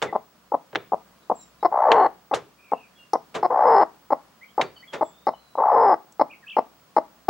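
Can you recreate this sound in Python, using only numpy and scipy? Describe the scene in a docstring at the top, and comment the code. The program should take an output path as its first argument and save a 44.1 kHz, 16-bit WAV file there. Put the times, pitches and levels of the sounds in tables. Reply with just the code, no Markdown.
"""A wooden nesting box in a coop, outdoors and quiet: soft air, a low hum and a thin electronic whine throughout.
A sharp knock on the boards opens it, and a hen close to the microphone begins to cluck: syrinx pops and pulses.
Poked by a hand, she gives three harsh protests, at about 1.7, 3.5 and 5.6 s: fluttering, then rough and sinking.
More knocks, bursts of noise rung by wood, fall until about 5 s; far songbirds, gliding pure tones, sing between.
The clucks return after each protest and last to the end, over small ticks of beak and bedding."""
import sys
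import numpy as np
from scipy import signal
from scipy.fft import rfft, irfft
from scipy.io import wavfile
from scipy.ndimage import uniform_filter1d

SR = 44100
rng = np.random.default_rng(int(sys.argv[2]) if len(sys.argv) > 2 else 0)


def file_out(sig):
    """Save sig as 16-bit WAV at sys.argv[1]."""
    # one column per channel
    cols = np.atleast_2d(sig).T
    # limit, then scale
    lim = np.clip(cols, -1, 1)
    pcm = np.round(lim * 32767).astype(np.int16)
    wavfile.write(sys.argv[1], SR, pcm)


N = 321841  # samples

# Spectrum of the outdoor air: pitch_hz [Hz], level_db [relative dB, per Hz]
AIR_SPECTRUM = [(15, -20), (25, -30.5), (179, 4), (368, -4), (644, -2.5), (735, -3), (840, -8.5), (959, -3),
                (1190, -2.5), (1920, -10), (3260, -12), (4040, -14), (4620, -12.5), (5860, -15),
                (14500, -25.5)]
AIR_DB, AIR_SWELL_DB = -58.5, 0.46  # mean level; rms of its slow swell
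# Likeness of the air in the left and right channels: pitch_hz [Hz], likeness [correlation]
AIR_LIKENESS = [(60, 0.92), (150, 0.98), (380, 0.25), (950, 0.85), (2380, 0.086), (5980, 0.052),
                (15000, 0.79)]
# Low hum and electronic whine: pitch_hz [Hz], level_db [dB rms], width_hz [Hz, at half amplitude]
HUMS = [(60, -76, 3), (129, -91, 7.4), (15735, -70.5, 4), (15690, -75, 200)]

# Songbird whistles: start_s [s], length_s [s], first_hz [Hz], last_hz [Hz], level_db [dB peak, before wavering]
WHISTLES = [(.06, .05, 2290, 1820, -45), (1.215, .033, 4100, 3680, -66), (1.341, .11, 7720, 7210, -50.5),
            (1.382, .072, 4180, 3730, -62), (1.402, .037, 6200, 5330, -58.5),
            (1.599, .05, 4080, 3530, -60.5), (2.949, .06, 3400, 3230, -57.5), (2.976, .08, 2840, 2715, -52),
            (4.408, .043, 1867, 2510, -47), (4.476, .041, 3120, 3260, -59),
            (4.629, .058, 4500, 4520, -54.5), (4.748, .08, 4450, 4550, -57), (4.76, .028, 3080, 2920, -50),
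            (4.823, .029, 1880, 2440, -48.5), (4.871, .057, 3346, 3190, -50),
            (4.957, 0.14, 3660, 3440, -62), (5.023, .094, 7750, 7460, -57), (5.053, .3, 3420, 3880, -65.5),
            (5.297, .36, 4160, 3840, -65.5), (5.335, .024, 3120, 2890, -53), (6.423, .036, 1950, 1614, -50)]
# Songbird warbles: start_s [s], length_s [s], pitch_hz [Hz], level_db [dB peak, before wavering],
# flick_height [share of pitch]
WARBLES = [(2.566, 0.19, 2360, -56.5, .19), (2.703, .18, 2570, -55.5, .18), (6.293, .056, 2290, -44, .34),
           (6.461, 0.089, 2408, -38.5, .5)]
WHISTLE_WAVER = 0.017  # rms share of pitch, whistles and warbles alike
FLICKS_PER_S, FLICK_SHARPNESS, FIRST_FLICK_S, WARBLE_DROOP = 52, 2.7, .022, 0.15  # droop: share of pitch

# Knocks on wood: start_s [s], crack_db [relative dB], ring_db [relative dB], rise_s [s],
# brightness [dB per octave], graze_db [dB against the blow]
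KNOCKS = [(0.0238, -22.5, -16.5, 0.00033, 2.5, -9), (0.7289, -44, -34, .0006, -2.5, -22.5),
          (0.7559, -17, -24.5, 0.000076, -1, -12.5), (1.9174, -13.5, -19, .0002, 1, -36),
          (2.3382, -19.5, -28, .0002, -5, -30), (2.343, -29, -20.5, .0016, 5.5, -25),
          (3.348, -31.5, -20.5, 0.0075, 3, -5.5), (4.6126, -18.5, -20, 0.00053, 2.5, -28.5),
          (4.93, -33, -23, .012, 3, -14)]
# Spectrum of the first crack: pitch_hz [Hz], level_db [relative dB]
CRACK_SPECTRUM = [(80, -21), (400, 6), (900, 2.5), (1500, 4), (2400, 4.5), (3600, 0), (4800, -13),
                  (7000, -20), (9500, -41.5), (12000, -50.5), (16000, -59)]
# Spectrum of the ringing boards: pitch_hz [Hz], level_db [relative dB]
BOARD_SPECTRUM = [(50, -28.5), (130, 1.5), (250, -4), (420, 11), (650, 6.5), (1000, 2.5), (1600, -4.5),
                  (2800, -18), (4500, -23.5), (7000, -24), (10000, -38), (15000, -56)]
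# Time for the boards to die by 60 dB: pitch_hz [Hz], t60_s [s]
BOARD_T60 = [(150, 0.37), (500, 0.17), (1200, 0.15), (3000, 0.16), (9000, 0.084)]
GRAZE_S = .0062  # the graze comes this long before the blow

# Time for the coop's reflections to die by 60 dB: pitch_hz [Hz], t60_s [s]
COOP_T60 = [(150, 0.88), (500, 0.08), (1000, 0.27), (3000, 0.4), (8000, 0.25)]
BOX_HZ, BOX_T60_S, BOX_DB = 666, .16, -12  # the hollow of the nesting box rings
HEN_GAINS_DB = [[1.25], [-1.4]]  # left and right: the hen and the reflections are a little louder on the left

# Clicks of beak and bedding: start_s [s], level_db [dB peak, before HEN_GAINS_DB], pitch_hz [Hz], width_hz [Hz]
TICKS = [(3.1335, -24.5, 5240, 1060), (3.1327, -37, 9600, 1500), (5.334, -27.5, 862, 278),
         (5.5537, -19, 831, 330), (6.123, -45, 7260, 1990)]

# Clucks, a pop, a weak hum and a creaky body: start_s [s], pop_db [dB, before HEN_GAINS_DB], body_delay_s [s],
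# body_length_s [s], body_db [dB, before HEN_GAINS_DB], body_hz [Hz, where the body starts], edge_db [dB]
CLUCKS = [(0.1264, -22.5, .025, 0.012, -17, 247, -4.5), (0.5187, -18.5, 0.02, .012, -15.5, 308, -13),
          (0.92, -17.5, .013, 0.014, -18, 242.8, -17), (1.2979, -15.5, .016, 0.009, -17, 274, -16),
          (1.6283, -18.5, .02, 0.015, -12, 375.6, 5), (2.312, -19.5, 0.015, .014, -19, 294, 1),
          (2.7183, -18, 0.012, 0.0086, -16, 291, -4.5), (3.1333, -13, 0.017, 0.01, -18, 287, -1.5),
          (3.4282, -14.5, 0.016, .019, -16, 380.3, 5.5), (4.1041, -19.5, 0.017, 0.012, -13, 308.5, 2),
          (4.5786, -15, .016, 0.013, -17, 299, -1), (5.0102, -16.5, 0.011, 0.0127, -17, 334.6, 0),
          (5.2688, -13.5, .01, .015, -18.5, 285, 7.5), (6.1955, -15, .017, 0.011, -11.5, 307.3, 5.5),
          (6.5665, -13.5, 0.016, .011, -13.5, 275, 3.5), (6.965, -10.5, 0.014, 0.0097, -13, 347.4, 4.5),
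          (7.2834, -16.5, 0.0052, 0.021, -6, 373, 8)]
# Windpipe with the beak nearly shut, for a cluck: pitch_hz [Hz], level_db [relative dB]
BEAK_SHUT = [(60, -42), (175, -14), (290, -12), (450, -5), (600, 1), (800, 3), (1080, -4), (1480, -24.5),
             (1780, -31.5), (2080, -29), (2600, -60), (3650, -60), (4250, -45.5), (4700, -55),
             (5250, -43.5), (5800, -68.5), (11000, -80.5)]
# Every pop has POP_HZ; a body at BODY_HZ falls by the share BODY_SAG, a lower one by more
POP_HZ, BODY_HZ, BODY_SAG = 415, 305, .17

# Protest calls: start_s [s], length_s [s], flutter_start_s [s], flutter_length_s [s], flutter_hz [Hz],
# opening_db, full_db, closing_db [dB, effort], edge_db [relative dB above 1.4 kHz, before a common 3.5 dB cut],
# three upper_db [relative dB of each upper resonance at the end of the call]
PROTESTS = [(1.715, 0.36, 1.729, 0.12, 570, -22, -14.5, -17.5, -15.5, -46.5, -41.5, -63),
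            (3.498, 0.34, 3.544, .08, 490, -21.5, -13.5, -14, -16, -48.5, -42.5, -33.5),
            (5.574, .372, 5.623, .07, 611, -19.5, -14.5, -14.5, -19, -55, -58.5, -36)]
# Windpipe with the beak open, for a protest: pitch_hz [Hz], level_db [relative dB]
BEAK_OPEN = [(70, -44.5), (190, -20.5), (330, -15), (470, -5.5), (585, -7), (815, 1), (1130, -8.5),
             (1430, -24), (1800, -29.5), (2080, -32.5), (2500, -58.5), (3600, -59), (4300, -57.5),
             (6000, -67.5), (11000, -69.5)]
# Upper resonances, growing as the beak opens: pitch_hz [Hz], width_hz [Hz], rise_db [dB through the call]
UPPER_RESONANCES = [(2880, 170, 11.5), (4270, 280, 26.5), (5153, 270, 14)]
PROTEST_HZ, SINK, SINK_CURVE = 487, .38, 3.1  # loses this share of pitch, ever faster, as the air runs out
FLUTTERS_PER_S, FLUTTER_JITTER, FLUTTER_OCTAVES = 62, .06, 1.05
FLUTTER_IN_S, FLUTTER_OUT_S = .015, .045
TREMBLE_OCTAVES, FLUTTER_UNEVEN = .13, .18  # a trace of flutter stays to the end; its depth varies
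ATTACK_S, FULL_AT, CLOSE_S = .008, 0.56, 0.05  # full effort comes at this share of the call
ROUGH_START, ROUGH_SETTLED, SETTLE_S = .52, .32, .06
EDGE_RISE_DB, UPPER_CHOKE_DB = 9, -5  # the edge grows; fluttering dulls the upper resonances
UPPER_FLICKER_DB, UPPER_FLICKER_HZ = 3.5, 45  # each upper resonance flares and fades on its own

EDGE_HZ = 16000  # upper band limit of the recorder


def gain_of(db):
    """Decibels to gain."""
    return 10 ** (np.asarray(db) / 20)


def evened(x):
    """Scales to rms 1."""
    return x / np.sqrt(np.mean(x ** 2) + 1e-20)


def ramp(x):
    """Rises from 0 to 1 and stays there."""
    return np.clip(x, 0, 1)


def read(points, hz):
    """Reads a table on a log-frequency axis."""
    f, value = np.transpose(points)
    return np.interp(np.log(hz + 1), np.log(f + 1), value)


def bell(f, centre_hz, width_hz):
    """Resonance curve in dB, 12 dB down at width_hz from its centre."""
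    return -40 * np.log10(1 + ((f - centre_hz) / width_hz) ** 2)


def add(mix, s, sound):
    """Mixes a sound in at time s."""
    part = mix[..., max(round(s * SR), 0):][..., :sound.shape[-1]]
    part += sound[..., :part.shape[-1]]


def track(sounds, channels=1):
    """Lays timed sounds on one track."""
    out = np.zeros((channels, N))
    for s, sound in sounds:
        add(out, s, sound)
    return out


def wander(n, hz):
    """Random motion of rms about 1, with little faster than hz."""
    size = n + SR // 8
    f = np.fft.rfftfreq(size, 1 / SR)
    slow = rfft(rng.standard_normal(size)) / np.sqrt(1 + (f / hz) ** 8)
    return evened(irfft(slow))[:n]


def colour(x, curve_db):
    """Causal minimum-phase filter with the gain curve_db(Hz); the result has room to ring out."""
    size = 2048
    log_gain = np.log(gain_of(curve_db(abs(np.fft.fftfreq(size, 1 / SR)))))
    ring = np.fft.ifft(np.exp(np.conj(signal.hilbert(log_gain)))).real[:size // 2]
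    return signal.fftconvolve(x, ring * np.hanning(size)[size // 2:])


def swing(x, size):
    """Running rms over about size samples."""
    power = uniform_filter1d(uniform_filter1d(x ** 2, size), size)
    return np.sqrt(abs(power) + 1e-12)


def dying(t60, length):
    """Two channels of dense reflections, each band dying at its own speed."""
    hz, t, z = signal.stft(rng.standard_normal((2, int(length * SR))), SR, nperseg=128)
    decay = gain_of(-60 * t / read(t60, hz)[:, None])
    tail = signal.istft(z * decay, SR, nperseg=128)[1]
    return tail / np.linalg.norm(tail, axis=1, keepdims=True)


def echo(x, t60, wet_db, delay, spread):
    """Reflections that arrive after a delay, partly unlike in the two channels."""
    mid, side = dying(t60, 0.19)
    tail = np.array([mid + spread * side, mid - spread * side])
    return track([(delay, gain_of(wet_db) * signal.fftconvolve(x, tail, axes=1))], channels=2)


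def air():
    """Outdoor wash of shaped noise that swells a little, with narrow noise bands for the hum and whine."""
    f = np.fft.rfftfreq(N, 1 / SR)
    a, b, c = rfft(rng.standard_normal((3, N)))
    same = np.clip(read(AIR_LIKENESS, f), -1, 1)
    mid, side = a * np.sqrt(1 + same), b * np.sqrt(1 - same)
    wash = irfft(np.array([mid + side, mid - side]) * gain_of(read(AIR_SPECTRUM, f)), N)
    hum = 0
    for hz, db, width in HUMS:
        band = c / (1 + (2 * (f - hz) / width) ** 2)
        hum = hum + gain_of(db) * evened(irfft(band, N))
    return gain_of(AIR_DB + AIR_SWELL_DB * wander(N, 1.0)) * evened(wash) + hum


def note(hz, db):
    """A bird's pure tone along a pitch curve, wavering a little in pitch and level."""
    n = len(hz)
    turns = np.cumsum(hz * (1 + WHISTLE_WAVER * wander(n, 120))) / SR
    return gain_of(db + 2 * wander(n, 40)) * np.sin(2 * np.pi * turns) * signal.windows.tukey(n, .5)


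def whistle(row):
    """A far bird's voice glides once from one pitch to another."""
    s, length, first_hz, last_hz, db = row
    return s, note(np.geomspace(first_hz, last_hz, int(length * SR)), db)


def warble(row):
    """The pitch flicks up in sharp peaks, highest in the middle of the note, and droops at the end."""
    s, length, hz, db, height = row
    t = np.arange(int(length * SR)) / SR
    flicks = np.exp(-FLICK_SHARPNESS * abs(np.sin(np.pi * FLICKS_PER_S * (t - FIRST_FLICK_S))) / 2)
    droop = 1 - WARBLE_DROOP * (t / length) ** 2
    return s, note(hz * droop * (1 + height * flicks * np.sin(np.pi * t / length)), db)


def knock(row, crack_decay=0.03, width=0.32):
    """A blow gives a short crack of noise and the ring of the boards, dying band by band."""
    s, crack_db, ring_db, rise, tilt_db = row
    ring = dying(BOARD_T60, .3)
    t = np.arange(ring.shape[1]) / SR
    swell = 1 - np.exp(-t / max(rise, 1e-4))
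    # a softer rise also makes a longer crack
    crack = rng.standard_normal(ring.shape) * gain_of(-60 * t / (crack_decay + 5 * rise))
    out = 0
    for burst, spectrum, db in ((crack, CRACK_SPECTRUM, crack_db), (ring, BOARD_SPECTRUM, ring_db)):
        mid, side = (colour(b * swell, lambda f: read(spectrum, f) + tilt_db * np.log2(f + 300)) for b in burst)
        stereo = np.array([mid + width * side, mid - width * side])
        out = out + gain_of(db) * stereo / np.linalg.norm(mid)
    return s, out * np.sqrt(SR / 200)  # levels refer to 5 ms of energy


def blows():
    """Each knock grazes the wood just before it lands."""
    for s, crack_db, ring_db, rise, tilt_db, graze_db in KNOCKS:
        yield knock((s - GRAZE_S, crack_db + graze_db, ring_db + graze_db, rise, tilt_db))
        yield knock((s, crack_db, ring_db, rise, tilt_db))


def click(row, t60=0.022):
    """A tick of beak or bedding: a brief noise burst in one resonant band."""
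    s, db, hz, width = row
    t = np.arange(SR // 30) / SR
    burst = rng.standard_normal(len(t)) * gain_of(-60 * t / t60)
    tick = colour(burst, lambda f: bell(f, hz, width))
    return s, gain_of(db) * tick / abs(tick).max()


def pulses(turns, hz):
    """One sharp puff each turn: 47 harmonics in step, faded out between 8 and 9 kHz."""
    k = np.arange(1, 48)[:, None]
    return (np.cos(2 * np.pi * k * turns) * np.clip((9000 - k * hz) / 1000, 0, 1)).sum(0)


def throat(x, edge_db):
    """The hen's resonances with her beak nearly shut; a harder push lifts the upper ones."""
    push = [(1100, 0.077), (2000, 0.75), (5000, 2.1)]  # pitch_hz, multiple of edge_db
    return colour(x, lambda f: read(BEAK_SHUT, f) + edge_db * read(push, f))


def cluck(row, pop_length=.0058, hum_db=-10, breath=.12, jitter=0.034):
    """The syrinx pops open, hums weakly, then beats a few slowing pulses and shuts."""
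    s, pop_db, delay, length, body_db, body_hz, edge_db = row
    out = np.zeros(SR // 8)
    body_end_hz = body_hz * (1 - min(BODY_SAG * (BODY_HZ / body_hz) ** 2, .5))
    hum_length = max(delay - pop_length, .002)
    parts = [(0, pop_length, pop_db, POP_HZ, POP_HZ),
             (pop_length, hum_length, pop_db + hum_db, POP_HZ, body_hz),
             (delay, length, body_db, body_hz, body_end_hz)]
    for start, span, db, first_hz, last_hz in parts:
        hz = np.geomspace(first_hz, last_hz, int(span * SR))
        n = len(hz)
        turns = np.cumsum(hz) / SR - .15 + jitter * wander(n, hz=250)
        swell = np.interp(np.linspace(0, 1, n), [0, .5, 1], [.6, 1, .85]) * signal.windows.tukey(n, .05)
        drive = evened(pulses(turns, hz)) * (1 + .2 * wander(n, 300))
        drive = drive + breath * rng.standard_normal(n)
        voice = throat(drive * swell, edge_db)
        add(out, start, gain_of(db) * voice * np.sqrt(n) / np.linalg.norm(voice))
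    return s, out


def squawk(row, shimmer=2.2, hiss=0.18):
    """A protest that starts as a fast flutter of falling sweeps and settles into a rough, sinking tone."""
    s, length, flutter_s, flutter_length, flutter_hz, opening_db, full_db, closing_db, edge_db, *upper_db = row
    t = np.arange(0, length, 1 / SR)
    n, gone, since = len(t), t / length, s + t - flutter_s
    # one push of air: the effort swells, holds and closes while the pitch sinks and the beak opens
    effort_db = opening_db + (full_db - opening_db) * ramp(gone / FULL_AT)
    effort_db = effort_db + (closing_db - full_db) * ramp(1 + (t - length) / CLOSE_S)
    flutter = ramp(1 + since / FLUTTER_IN_S) * ramp(1 - (since - flutter_length) / FLUTTER_OUT_S)
    hz = PROTEST_HZ * (1 - SINK * gone ** SINK_CURVE) * (1 - flutter) + flutter_hz * flutter
    depth = FLUTTER_OCTAVES * flutter + TREMBLE_OCTAVES * (1 - flutter)
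    depth = depth * (1 + FLUTTER_UNEVEN * wander(n, hz=30))
    rough = ROUGH_SETTLED + (ROUGH_START - ROUGH_SETTLED) * np.exp(-t / SETTLE_S)
    edge_db = edge_db - EDGE_RISE_DB * (1 - gone)
    # each flutter chokes the flow while it throws the pitch up, then sounds as the pitch slides back
    beats = np.cumsum(FLUTTERS_PER_S * (1 + FLUTTER_JITTER * wander(n, hz=37.4))) / SR
    beat = np.pi + 2 * np.pi * (beats - np.interp(0, since, beats))
    lift = depth * (.5 + .5 * np.sin(beat + .6 * np.sin(beat)))  # octaves
    flow = np.exp(-.65 * depth * np.cos(beat - .1))
    hz = hz * 2 ** (lift + .22 * rough * wander(n, 80))
    # uneven membranes: pulses come early or late, strong or weak
    turns = np.cumsum(hz) / SR + .23 * rough * wander(n, 250)
    drive = evened(pulses(turns, hz)) * np.exp(shimmer * rough * np.tanh(wander(n, 220)))
    # breath hisses strongest at the start of each pulse
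    drive += hiss * rough * evened(np.exp(-(turns % 1) / .25) * rng.standard_normal(n))
    voice = colour(drive, lambda f: read(BEAK_OPEN, f))[:n]
    for (top_hz, width, rise_db), db in zip(UPPER_RESONANCES, upper_db):
        flicker_db = UPPER_FLICKER_DB * wander(n, UPPER_FLICKER_HZ)
        gape = gain_of(db - rise_db * (1 - gone) + UPPER_CHOKE_DB * flutter + flicker_db)
        voice += gape * colour(drive, lambda f: bell(f, top_hz, width))[:n]
    # the membranes can swing only so far, so the strongest pulses are held back
    voice = voice * flow / np.hypot(swing(voice, size=70), swing(voice, size=720))
    # the whole flow stumbles irregularly, which gives the rattle
    voice *= np.exp(.65 * rough * np.tanh(wander(n, 110)))
    voice = signal.sosfilt(signal.butter(2, 130, "high", fs=SR, output="sos"), voice)
    # the edge above 1.4 kHz is levelled apart from the body, grows with the push and flickers
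    edge = signal.sosfiltfilt(signal.butter(6, 1400, "high", fs=SR, output="sos"), voice)
    body, edge = (x / swing(x, size=720) for x in (voice - edge, edge))
    edge *= gain_of(2.5 * np.tanh(wander(n, 100)))
    call = gain_of(effort_db) * (body + gain_of(edge_db - 3.5) * edge)
    return s, call * ramp(t / ATTACK_S) * signal.windows.tukey(n, .02)


def hollow_of(hen):
    """The hollow of the nesting box rings at one pitch."""
    q = BOX_HZ * BOX_T60_S * np.pi / np.log(1000)
    return gain_of(BOX_DB) * signal.lfilter(*signal.iirpeak(BOX_HZ, q, SR), hen)


def scene():
    """The hen close by in her box, knocks around the coop, birds beyond."""
    birds = track([whistle(r) for r in WHISTLES] + [warble(r) for r in WARBLES])
    knocks = track(blows(), channels=2)
    hen = track([click(r) for r in TICKS] + [cluck(r) for r in CLUCKS] + [squawk(r) for r in PROTESTS])
    yard = echo(birds, [(2000, 0.27), (8000, .28)], wet_db=-5.5, delay=0.0048, spread=.75)
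    coop = echo(hen + knocks[:1], COOP_T60, wet_db=-22.5, delay=.014, spread=0.51)
    box_t60 = [(180, 0.2), (400, 0.099), (1000, 0.059), (5000, 0.078)]  # pitch_hz, t60_s
    box = echo(hen, box_t60, wet_db=-13.0, delay=0.003522, spread=0.23)
    close = (hen + hollow_of(hen) + box + coop) * gain_of(HEN_GAINS_DB)
    return air() + birds + yard + knocks + close


def record(dry):
    """The recorder's upper band limit, after a 2 ms fade at the end."""
    soft = dry * ramp(np.arange(N)[::-1] / (.002 * SR))
    low_pass = signal.firwin(1023, EDGE_HZ, window=("kaiser", 9), fs=SR)
    return signal.oaconvolve(soft, low_pass[None], "same")


dry = scene()
out = record(dry)
file_out(out)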